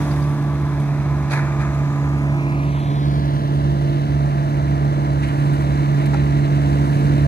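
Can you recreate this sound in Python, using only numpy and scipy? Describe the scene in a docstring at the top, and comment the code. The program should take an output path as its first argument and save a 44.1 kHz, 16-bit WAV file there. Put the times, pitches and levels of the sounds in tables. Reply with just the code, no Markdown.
"""A diesel wood chipper runs in an open field: its exhaust drones, its engine knocks, its fan hums
and its panels rattle. The last chips hiss out of the chute, wood is shredded, and twigs crackle.
A small loader works nearby, growling, clanking and knocking logs together, then drives closer.
The listener turns to the right, away from the chipper, so its sound reaches the right ear
later and later."""
import sys
import numpy as np
from scipy import signal
from scipy.fft import rfft, irfft
from scipy.io import wavfile

SR = 44100
rng = np.random.default_rng(int(sys.argv[2]) if len(sys.argv) > 2 else 0)


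def bounce(signal):
    """Save signal as a 16-bit WAV file at the path given by the first command-line argument."""
    frames = np.transpose(np.atleast_2d(signal))
    limited = np.clip(frames, -1, 1)
    pcm = np.round(limited * 32767).astype(np.int16)
    wavfile.write(sys.argv[1], SR, pcm)


N = 320607
TIME = np.arange(N) / SR
FREQS = np.maximum(np.arange(N // 2 + 1) * SR / N, 1)

# how hard each of the chipper's four cylinders fires: level/dB
CYLINDER_FORCE = [4.9, 2, 2.3, 0.59]
# tone colour of dry wood snapping: f/Hz, level/dB
SNAP_COLOUR = [(800, -2), (2500, 17), (6000, 4), (10000, 10.5), (14000, 0)]

TURN_AT_S, TURN_EASE_S = 2.66, 0.27   # middle of the listener's turn, and how gradual it is
FACE_AT_S, FACE_EASE_S = 4.17, 0.064   # the turn ends facing the loader
DRIVE_AT_S, DRIVE_EASE_S = 5.3, 0.059   # the loader drives off towards the listener


def from_db(db):
    """Turn decibels into a gain."""
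    return 10 ** (np.asarray(db) / 20)


def rms_one(x):
    """Scale a signal to an average strength (rms) of 1."""
    return x / np.sqrt(np.mean(x ** 2) + 1e-20)


def over_hz(points, at_hz=FREQS):
    """Join a table's points by straight lines along a pitch scale."""
    hz, value = np.transpose(points)
    return np.interp(np.log(at_hz), np.log(hz), value)


def in_time(rows, time=TIME):
    """Join each column of a table by straight lines in time."""
    row_s, *columns = np.transpose(rows)
    return [np.interp(time, row_s, column) for column in columns]


def step(at_s, ease_s, time=TIME):
    """A smooth change from 0 to 1, half done at at_s."""
    return .5 + .5 * np.tanh((time - at_s) / (2 * ease_s))


def hump(at_s, half_s, time=TIME):
    """A smooth rise and fall of height 1."""
    return np.exp(-np.square((time - at_s) / half_s))


def swell(at_s, rise_s, decay_s):
    """A quick rise that peaks at at_s and dies away."""
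    return np.exp(-np.maximum((at_s - TIME) / rise_s, 0) ** 2 - np.maximum(TIME - at_s, 0) / decay_s)


def tone(cycles):
    """A pure tone of rms 1 that follows a running count of cycles."""
    return np.sqrt(2) * np.cos(2 * np.pi * cycles)


def colour(x, spectrum):
    """Filter a sound by a table of f/Hz, level/dB."""
    return irfft(rfft(x) * from_db(over_hz(spectrum)), N)


def resonate(x, modes):
    """Make a sound ring at a body's own notes, added with alternating signs; rms 1."""
    rings = (from_db(db) * signal.lfilter(*signal.iirpeak(hz, hz / width, fs=SR), x)
             for hz, width, db in modes)
    return rms_one(sum((-1) ** k * ring for k, ring in enumerate(rings)))


def drift(rate_hz):
    """A random wander of rms 1 that changes up to about rate_hz times a second."""
    return rms_one(irfft(rfft(rng.standard_normal(N)) / (1 + (FREQS / rate_hz) ** 2), N))


def wavering():
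    """Moving air makes a far tone swell and sink."""
    return 1 + .3 * drift(3)


def grains(per_s, spread_db, length_s):
    """The loudness outline of many tiny impacts of uneven size; rms 1."""
    sizes = from_db(spread_db * np.minimum(rng.exponential(1, N), 4))
    power = (sizes * (rng.random(N) < per_s / SR)) ** 2
    fading = signal.lfilter([1], [1, -np.exp(-1 / (length_s * SR))], power + 1e-18)
    return rms_one(np.sqrt(fading))


def air_noise():
    """White noise at two ears; sound scattered by the ground makes them less alike in the treble."""
    # share of the sound that arrives directly: f/Hz, left-right likeness/0-1
    likeness = [(40, 1), (150, .95), (450, .87), (750, .82), (1200, .88), (2300, .86), (2750, .66),
                (3200, .8), (4300, .84), (4900, .45), (5500, .5), (7500, .12), (14000, .15)]
    alike = over_hz(likeness)
    mid, side = rfft(rng.standard_normal((2, N)))
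    ears = np.sqrt(1 + alike) * mid + np.sqrt(1 - alike) * side * [[1], [-1]]
    return irfft(ears, N) * np.sqrt(SR) / 2


def turned(time=TIME):
    """How far the listener has turned, from 0 to 1."""
    return step(TURN_AT_S, TURN_EASE_S, time)


def driven_s():
    """Seconds for which the loader has been driving nearer."""
    return np.maximum(TIME - DRIVE_AT_S, 0)


def layer_db(start_db, turn_db, drive_db, db_per_s):
    """A level that shifts as the listener turns, as the loader sets off, and as it nears."""
    driving = step(DRIVE_AT_S, DRIVE_EASE_S)
    return start_db + turn_db * turned() + drive_db * driving + db_per_s * driven_s()


def litter():
    """Dry leaves and bark crackle as they land or are driven over."""
    # spells of crackling: t/s, half length/s, level/dB
    spells = [(.12, 0.39, -52), (5.48, 0.4, -56), (7.0, .38, -52.5)]
    level = sum(from_db(db) * hump(at, half_s) for at, half_s, db in spells)
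    cracks = grains(per_s=400, spread_db=2, length_s=.002)
    return level * rms_one(colour(air_noise() * cracks, SNAP_COLOUR))


def twigs(rise_s=0.0036, decay_s=0.016):
    """Each twig snaps in a short cluster of breaking fibres."""
    # the snaps: t/s, level/dB
    snaps = [(0.801, -44), (1.336, -43), (1.747, -47), (2.18, -50), (2.793, -49), (3.548, -50), (5.28, -46),
             (5.4, -52), (5.534, -44), (5.603, -47), (6.014, -50), (6.06, -42), (6.863, -48.5),
             (6.952, -54.5)]
    level = sum(from_db(db) * swell(at, rise_s, decay_s) for at, db in snaps)
    breaks = grains(per_s=2500, spread_db=1.5, length_s=.001)
    return level * rms_one(colour(air_noise() * breaks, SNAP_COLOUR))


def logs(rise_s=0.0011):
    """Logs knock together at the loader and ring, hollow and brief."""
    # the knocks: t/s, level/dB
    knocks = [(2.77, -36), (3.648, -40), (5.978, -37), (6.134, -27), (6.145, -22.5)]
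    # a log's own notes: f/Hz, time to fade by 60 dB/s, level/dB
    log_notes = [(829, .05, 0), (935, .025, -5), (1360, .04, -5), (1760, .03, -7)]
    since = TIME[:SR // 4]
    out = np.zeros(N + SR)
    for at, db in knocks:
        ring = sum(from_db(db + note_db - 60 * since / fade_s) * tone(hz * since + rng.random())
                   for hz, fade_s, note_db in log_notes)
        start = int(at * SR)
        out[start:start + len(since)] += ring * (1 - np.exp(-since / rise_s))
    return out[:N]


def loader_clanks(rise_s=.016, decay_s=.03):
    """The loader's steel panels knock together as it jerks into motion."""
    # the clanks: t/s, level/dB
    clanks = [(5.238, -33), (5.292, -38), (5.99, -43), (6.75, -42)]
    # ring of a clank: f/Hz, width/Hz, level/dB
    clank_ring = [(1900, 260, 0), (2400, 350, 0), (3000, 450, -6)]
    level = sum(from_db(db) * swell(at, rise_s, decay_s) for at, db in clanks)
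    return level * resonate(air_noise(), clank_ring)


def loader_growl(firings, throb=0.42, nearing_db_per_s=1):
    """Exhaust puffs growl through the loader's silencer and boom in its pipe under load."""
    # the loader takes up load: t/s, half length/s, effort/0-1
    lifts = [(3.794, 0.36, 0.3), (6.733, 0.15, 0.91), (7.1, 0.14, 0.87)]
    # ring of the silencer and of the pipe: f/Hz, width/Hz, level/dB
    silencer_ring = [(418, 167, -7.5), (611, 113, 0), (684, 99, -1.5)]
    pipe_ring = [(207, 32, -8.5), (247, 12, -8.5)]
    effort = sum(strength * hump(at, half_s) for at, half_s, strength in lifts)
    puffs = air_noise() * (1 + throb * tone(firings))
    growl_db = -37.5 + 2.5 * effort + nearing_db_per_s * driven_s()
    boom = from_db(-29) * effort * resonate(puffs, pipe_ring)
    return from_db(growl_db) * resonate(puffs, silencer_ring) + boom


def loader_pump():
    """The hydraulic pump's hum rises and falls as it speeds up and slows."""
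    # the pump's note: t/s, f/Hz, level/dB
    pump_note = [(2.8, 302.8, -41), (3.2, 307, -35), (3.55, 332, -40), (3.9, 334, -45), (4.3, 307.4, -38),
                 (4.65, 323.7, -35), (5.4, 317.8, -34.5), (5.8, 324.4, -34), (6.1, 331, -38),
                 (6.45, 322.4, -35), (6.9, 332, -50), (7.12, 325.2, -32), (7.27, 314, -36)]
    hz, db = in_time(pump_note)
    return from_db(db) * tone(np.cumsum(hz + drift(16)) / SR)


def loader(turns, tone_db, beat_hz=1.965, beat_at_s=.122):
    """Its engine fires a little faster than the chipper's, so the two throb against each other."""
    firings = 2 * turns + beat_hz * (TIME - beat_at_s) + 0.022 * drift(8.4)
    engine = from_db(-32.5) * tone(firings) + from_db(-48.5) * tone(3 * firings)
    working = loader_growl(firings) + loader_pump()
    return engine * from_db(tone_db) + turned() ** 2 * working


def panel_rattle():
    """Loose panels chatter on the chipper, heard after the turn and growing louder."""
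    # ring of the panels: f/Hz, width/Hz, level/dB
    panel_ring = [(1706, 44, 4.5), (1960, 340, 4), (2530, 450, 4.5), (4020, 250, -5.5)]
    taps = grains(per_s=260, spread_db=1.3, length_s=.004) * from_db(1.3 * drift(15))
    level = from_db(-48 + 5 * step(DRIVE_AT_S, DRIVE_EASE_S)) * turned() ** 4
    return level * taps * resonate(air_noise(), panel_ring)


def overspeed(start_hz=.66, swing_s=4.1, settle_s=1.35):
    """The chipper's extra turns per second, which its speed governor pulls back in a fading swing."""
    return start_hz * np.exp(-TIME / settle_s) * np.cos(2 * np.pi * TIME / swing_s)


def chips_left():
    """The flow of chips, falling to 0 as the last ones leave the chute."""
    return 1 - step(at_s=0.085, ease_s=0.12)


def draught():
    """With the chips gone, the drum blows a thin, gusty hiss out of the chute."""
    # tone colour of the whistling air: f/Hz, level/dB
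    whistle_colour = [(4500, -20), (5600, -3), (6300, 19), (7400, 17), (8600, -20)]
    level = from_db(-56 + 1.1 * drift(9)) * hump(at_s=1.7, half_s=0.54)
    return level * rms_one(colour(rng.standard_normal(N), whistle_colour))


def chip_ticks(rise_s=0.0068, decay_s=0.014):
    """Stray chips ping off the chute's steel lip."""
    # the hits: t/s, level/dB
    hits = [(.115, -43), (.225, -46)]
    # ring of the lip: f/Hz, width/Hz, level/dB
    lip_ring = [(3300, 400, -15), (4740, 280, 9.5)]
    level = sum(from_db(db) * swell(at, rise_s, decay_s) for at, db in hits)
    return level * resonate(air_noise(), lip_ring)


def chute(patter_share=0.27):
    """Air rushes from the chute, with chips and leaves pattering in it."""
    # tone colour of the rushing air: f/Hz, level/dB
    hiss_colour = [(1500, -100), (3200, -91.5), (4100, -95.5), (5200, -91), (6300, -90), (7500, -98),
                   (9500, -96), (13500, -102), (15000, -108)]
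    chips = grains(per_s=350, spread_db=2.5, length_s=.001)
    patter = np.sqrt(1 - patter_share + patter_share * chips ** 2)
    level_db = layer_db(0.15, turn_db=.1, drive_db=1.5, db_per_s=0.21) + 13.5 * chips_left()
    return from_db(level_db + 0.17 * drift(13)) * colour(air_noise() * patter, hiss_colour)


def rumble():
    """The machines' deep noise, stronger while chips still leave the chute."""
    # tone colour of the rumble: f/Hz, level/dB
    rumble_colour = [(20, -99), (32, -90), (45, -71), (58, -50), (85, -55.5), (140, -49.5), (240, -56),
                     (325, -57.5), (420, -66), (700, -82.5), (2000, -110)]
    level_db = layer_db(-0.84, turn_db=1.4, drive_db=0.68, db_per_s=0.84) + 4 * chips_left()
    return from_db(level_db) * colour(air_noise(), rumble_colour)


def fan(turns, blades_per_turn=9.454):
    """The belt-driven fan hums as its blades pass; its overtones dull as the listener turns."""
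    # the hum swells and sinks: t/s, level/dB
    hum_level = [(0, -36.5), (.97, -43), (1.13, -35), (1.76, -37.5), (1.9, -39), (2.08, -38), (2.55, -34),
                 (2.75, -43), (3.58, -38.5), (3.74, -32), (3.96, -30.5), (4.06, -41.5), (7.27, -37)]
    # the fan's overtones: multiple of the blade rate, level/dB
    fan_overtones = [(2, -46), (3, -45.5), (5, -52)]
    blades = blades_per_turn * turns
    hum_db, = in_time(hum_level)
    tilt_db = -2.5 * turned()
    overtones = sum(from_db(db + tilt_db * (k - 3)) * tone(k * blades + rng.random()) * wavering()
                    for k, db in fan_overtones)
    return from_db(hum_db) * tone(blades) + overtones


def drum(turns):
    """The cutting drum whines in step with the engine at first, while it runs fast and empty."""
    whine = tone(32 * turns) + from_db(-7) * tone(24 * turns)
    return from_db(-41.5) * (1 - step(at_s=.68, ease_s=.06)) * whine * wavering()


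def cracking_bursts(bright_s=0.065):
    """Rough cracking: wood shredded early on, later the crunch of a clank and of logs knocking."""
    # the bursts: t/s, rise/s, decay/s, level/dB, bright cracks against the ring/dB
    bursts = [(.115, .012, .025, -39, -7), (1.316, .013, .045, -29.5, -5), (1.335, .014, .09, -29, -11),
              (1.4, .03, .06, -35.5, -13), (1.612, .016, .075, -34.5, -10), (5.238, .015, .06, -40, -5),
              (5.98, .01, .02, -40, -8), (6.142, .012, .025, -33.5, -8)]
    # tone colour of the bright cracks: f/Hz, level/dB
    crack_colour = [(300, -13), (750, 11.5), (1700, 3), (2900, 6.5), (4200, 11), (5400, 1.5), (6600, 4),
                    (8000, -6.5), (10000, 1), (15000, -32)]
    # ring of the drum's steel hood, used for every burst: f/Hz, width/Hz, level/dB
    burst_ring = [(520, 260, -6), (895, 110, 2.5), (1270, 270, -1.5), (1660, 450, 0.5), (2450, 210, -5)]
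    crunch = air_noise() * grains(per_s=1500, spread_db=2, length_s=.0015)
    cracks = rms_one(colour(crunch, crack_colour))
    ring = resonate(crunch, burst_ring)
    out = np.zeros((2, N))
    for at, rise_s, decay_s, db, bright_db in bursts:
        bright = from_db(bright_db) * cracks * np.exp(-np.maximum(TIME - at, 0) / bright_s)
        out += from_db(db) * swell(at, rise_s, decay_s) * (ring + bright)
    return out


def clatter(turns, jitter_turns=0.002):
    """Each squirt of fuel is a sharp tap on the engine's steel: the diesel rasp."""
    # ring of the steel: f/Hz, width/Hz, level/dB
    steel_ring = [(1670, 57, 2), (1780, 25, 3.5), (2150, 200, -4), (4020, 120, -12.5), (4250, 81, -14.5)]
    firing = np.floor(2 * (turns + jitter_turns * drift(78))).astype(int)
    force = from_db(np.take(CYLINDER_FORCE, firing, mode="wrap") + 2 * drift(30))
    taps = np.diff(firing, prepend=firing[0]) * force
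    level_db = layer_db(-55.5, turn_db=0.5, drive_db=2, db_per_s=1.5)
    return from_db(level_db) * resonate(taps + 1e-18, steel_ring)


def knock(turns, gear_rattle=.3):
    """Each firing makes the engine block ring with a burst of noise, over a steady gear rattle."""
    # ring of the block: f/Hz, width/Hz, level/dB
    block_ring = [(651, 112, 6), (989, 72, 6), (1166, 45, 1), (1658, 110, -2.5), (2280, 390, -9),
                  (3480, 30, -12), (3980, 120, -15.5), (6070, 260, -21)]
    firing, progress = np.divmod(2 * turns, 1)   # two firings per turn
    force = from_db(np.take(CYLINDER_FORCE, firing.astype(int), mode="wrap"))
    bursts = gear_rattle + force * np.exp(-progress / .35)
    return from_db(-38.5) * resonate(air_noise() * bursts, block_ring)


def roar(turns, labour_db_per_hz=3.5):
    """Broad noise and engine knock, louder as the engine slows and labours."""
    # tone colour of the roar: f/Hz, level/dB
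    roar_colour = [(200, -74.5), (480, -67.5), (680, -70.5), (820, -64), (1050, -64.5), (1450, -69),
                   (2200, -74), (2900, -80.5), (4200, -84), (5200, -94.5), (8000, -99), (15000, -112)]
    level_db = layer_db(-2.2, turn_db=-0.14, drive_db=0.95, db_per_s=0.023)
    level_db += 8.5 * chips_left() - labour_db_per_hz * overspeed()
    level_db += 2 * step(FACE_AT_S, FACE_EASE_S)
    return from_db(level_db) * (colour(air_noise(), roar_colour) + knock(turns))


def exhaust(turns, tone_db, flutter=0.09, labour_db_per_hz=20):
    """The chipper's four cylinders puff out a deep drone, whose high tones waver in the air."""
    # tones of the exhaust: multiple of the engine speed, level/dB
    exhaust_tones = [(2, -33.5), (3, -45), (4, -18.5), (6, -37), (7, -51.5), (10, -48.5), (12, -46.5),
                     (13, -53), (14, -58), (16, -47.5), (17, -52), (18, -47.5), (19, -56.5), (20, -52.5),
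                     (21, -53.5), (22, -53), (23, -52.5), (24, -51), (28, -54), (30, -54.5), (32, -59),
                     (34, -47.5), (36, -50.5), (49, -62.5), (50, -63)]
    # the tone an octave above the strongest one: t/s, level/dB
    octave_level = [(0.0, -26), (0.04, -30.5), (1.68, -38.5), (1.96, -31.5), (4.15, -32.5), (4.33, -37),
                    (4.53, -33.5), (7.23, -27), (7.27, -36)]
    # the lowest tone has no random offset, which sets the timing of its throb with the loader
    low = sum(from_db(db) * tone(k * turns + rng.random() * (k > 2))
              for k, db in exhaust_tones if k < 13)
    # tones above the 18th fade as the listener turns and grow as the engine labours
    tilt_db = -7 * turned() ** 2 - labour_db_per_hz * overspeed()
    high = sum(from_db(db + tilt_db * max(k / 18 - 1, 0)) * tone(k * turns + rng.random()) * wavering()
               for k, db in exhaust_tones if k > 13)
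    octave_db, = in_time(octave_level)
    octave = from_db(octave_db) * tone(8 * turns + rng.random())
    return low * from_db(tone_db) * (1 + flutter * drift(11)) + octave + high


def gliding(path, hz, time, width_octaves=.16):
    """Gain in dB of one peak or dip that slides in pitch."""
    centre_hz, db = in_time(path, time)
    return db * np.exp(-np.square(np.log2(hz / centre_hz) / width_octaves))


def turning_head(sound, lag_before_ms=0.088, lag_after_ms=0.463, balance_db=0.7):
    """Turning delays the right ear and slides peaks and dips through what each ear hears."""
    # extra difference between the ears while facing the chipper: f/Hz, level/dB
    scatter = [(1800, 1.5), (2500, -4), (3300, 17), (4300, 3), (5500, 1.5)]
    # how far direct sound outweighs that scatter as the chipper passes the ear: f/Hz, level/dB
    clearing = [(800, 0), (1400, 2), (2400, 1), (3800, 7), (5400, 9), (6300, 0)]
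    # treble lifted while side-on to the chipper: f/Hz, weight
    side_lift = [(2400, 0), (3100, 1.3), (4900, 0.71), (6000, 0)]
    # a peak that climbs as the chipper passes the ear: t/s, f/Hz, level/dB
    climbing_peak = [(2.1, 2300, 2), (2.5, 2470, 7), (2.8, 3200, 6.5), (3.1, 4270, 6.5), (3.5, 4270, 0.5),
                     (4.4, 4200, 0.5)]
    # dips that slide with the sound's direction, at each ear and at both: t/s, f/Hz, level/dB
    left_dip = [(0, 3440, -6), (1.9, 3500, -3), (2.25, 4000, -7), (2.5, 5200, -3), (2.7, 6600, 1),
                (3.3, 7500, -5), (5.3, 7500, 5)]
    right_dip = [(0, 2400, -5), (.45, 2250, -8), (.75, 2680, -7), (.95, 3200, -9), (2.3, 3420, -5),
                 (2.6, 3300, -3)]
    shared_dip = [(2.5, 3100, -8), (2.9, 2870, -3.5), (3.3, 2380, -5), (3.7, 2400, -11), (4.1, 2420, -3),
                  (4.4, 2450, -5.5)]
    # each band takes its own way round the head: f/Hz, how late it follows the turn/s
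    ear_paths = [(1000, 0), (1450, -.13), (2200, -.2), (2600, -.16), (3300, .15), (4400, .13), (5500, .04)]
    hz, time, ears = signal.stft(sound, SR, nperseg=512, noverlap=384)
    hz = np.maximum(hz, 1)[:, None]
    away = turned(time)
    passing = hump(at_s=2.85, half_s=.5, time=time)
    side_on = away ** 3 * (1 - step(FACE_AT_S, FACE_EASE_S, time))
    mid, side = ears.mean(axis=0), (ears[0] - ears[1]) / 2
    side *= from_db(over_hz(scatter, hz) * (1 - away) - over_hz(clearing, hz) * passing)
    both_db = 3 * side_on * over_hz(side_lift, hz)
    both_db += gliding(climbing_peak, hz, time, width_octaves=.36) + gliding(shared_dip, hz, time)
    band_turned = step(TURN_AT_S + over_hz(ear_paths, hz), TURN_EASE_S, time)
    lag_ms = lag_before_ms + (lag_after_ms - lag_before_ms) * band_turned
    delay = np.exp(-2j * np.pi * hz * lag_ms / 1000)
    left = (mid + side) * from_db(both_db + gliding(left_dip, hz, time))
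    right = (mid - side) * from_db(both_db + gliding(right_dip, hz, time)) * delay
    heard = signal.istft(np.array([left, right]), SR, nperseg=512, noverlap=384)[1][:, :N]
    return heard * from_db(balance_db * (turned() - 1) * [[-.5], [.5]])


def scene(governed_hz=35.64):
    """Both machines and the wood, heard by two ears that turn; the logs lie straight ahead."""
    turns = np.cumsum(governed_hz + overspeed()) / SR   # running count of the chipper engine's turns
    tone_db = layer_db(-1.1, turn_db=0.6, drive_db=0.35, db_per_s=1.46)   # both engines' low tones
    machines = exhaust(turns, tone_db) + fan(turns) + drum(turns)
    machines = machines + loader(turns, tone_db) + panel_rattle() + clatter(turns)
    noises = rumble() + roar(turns) + chute() + draught()
    impacts = chip_ticks() + loader_clanks() + cracking_bursts() + twigs() + litter()
    return turning_head(machines + noises + impacts) + logs()


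def record(dry, fade_s=.004, cutoff_hz=14300):
    """The two sides differ in tone colour, and the highest treble is cut."""
    # left ear against right ear: f/Hz, level/dB
    ear_balance = [(60, 2), (99, -10), (160, -1.5), (270, -3), (440, 0), (730, 0.5), (1200, -1),
                   (1980, -1.5), (3260, -1), (5370, -1), (8850, -3), (14600, 1)]
    fade = np.minimum(np.minimum(TIME, TIME[::-1]) / fade_s, 1)
    ears = irfft(rfft(dry * fade) * from_db(over_hz(ear_balance) * [[.5], [-.5]]), N)
    return signal.sosfilt(signal.ellip(10, .1, 80, cutoff_hz, fs=SR, output="sos"), ears)


dry = scene()
out = record(dry)
bounce(out)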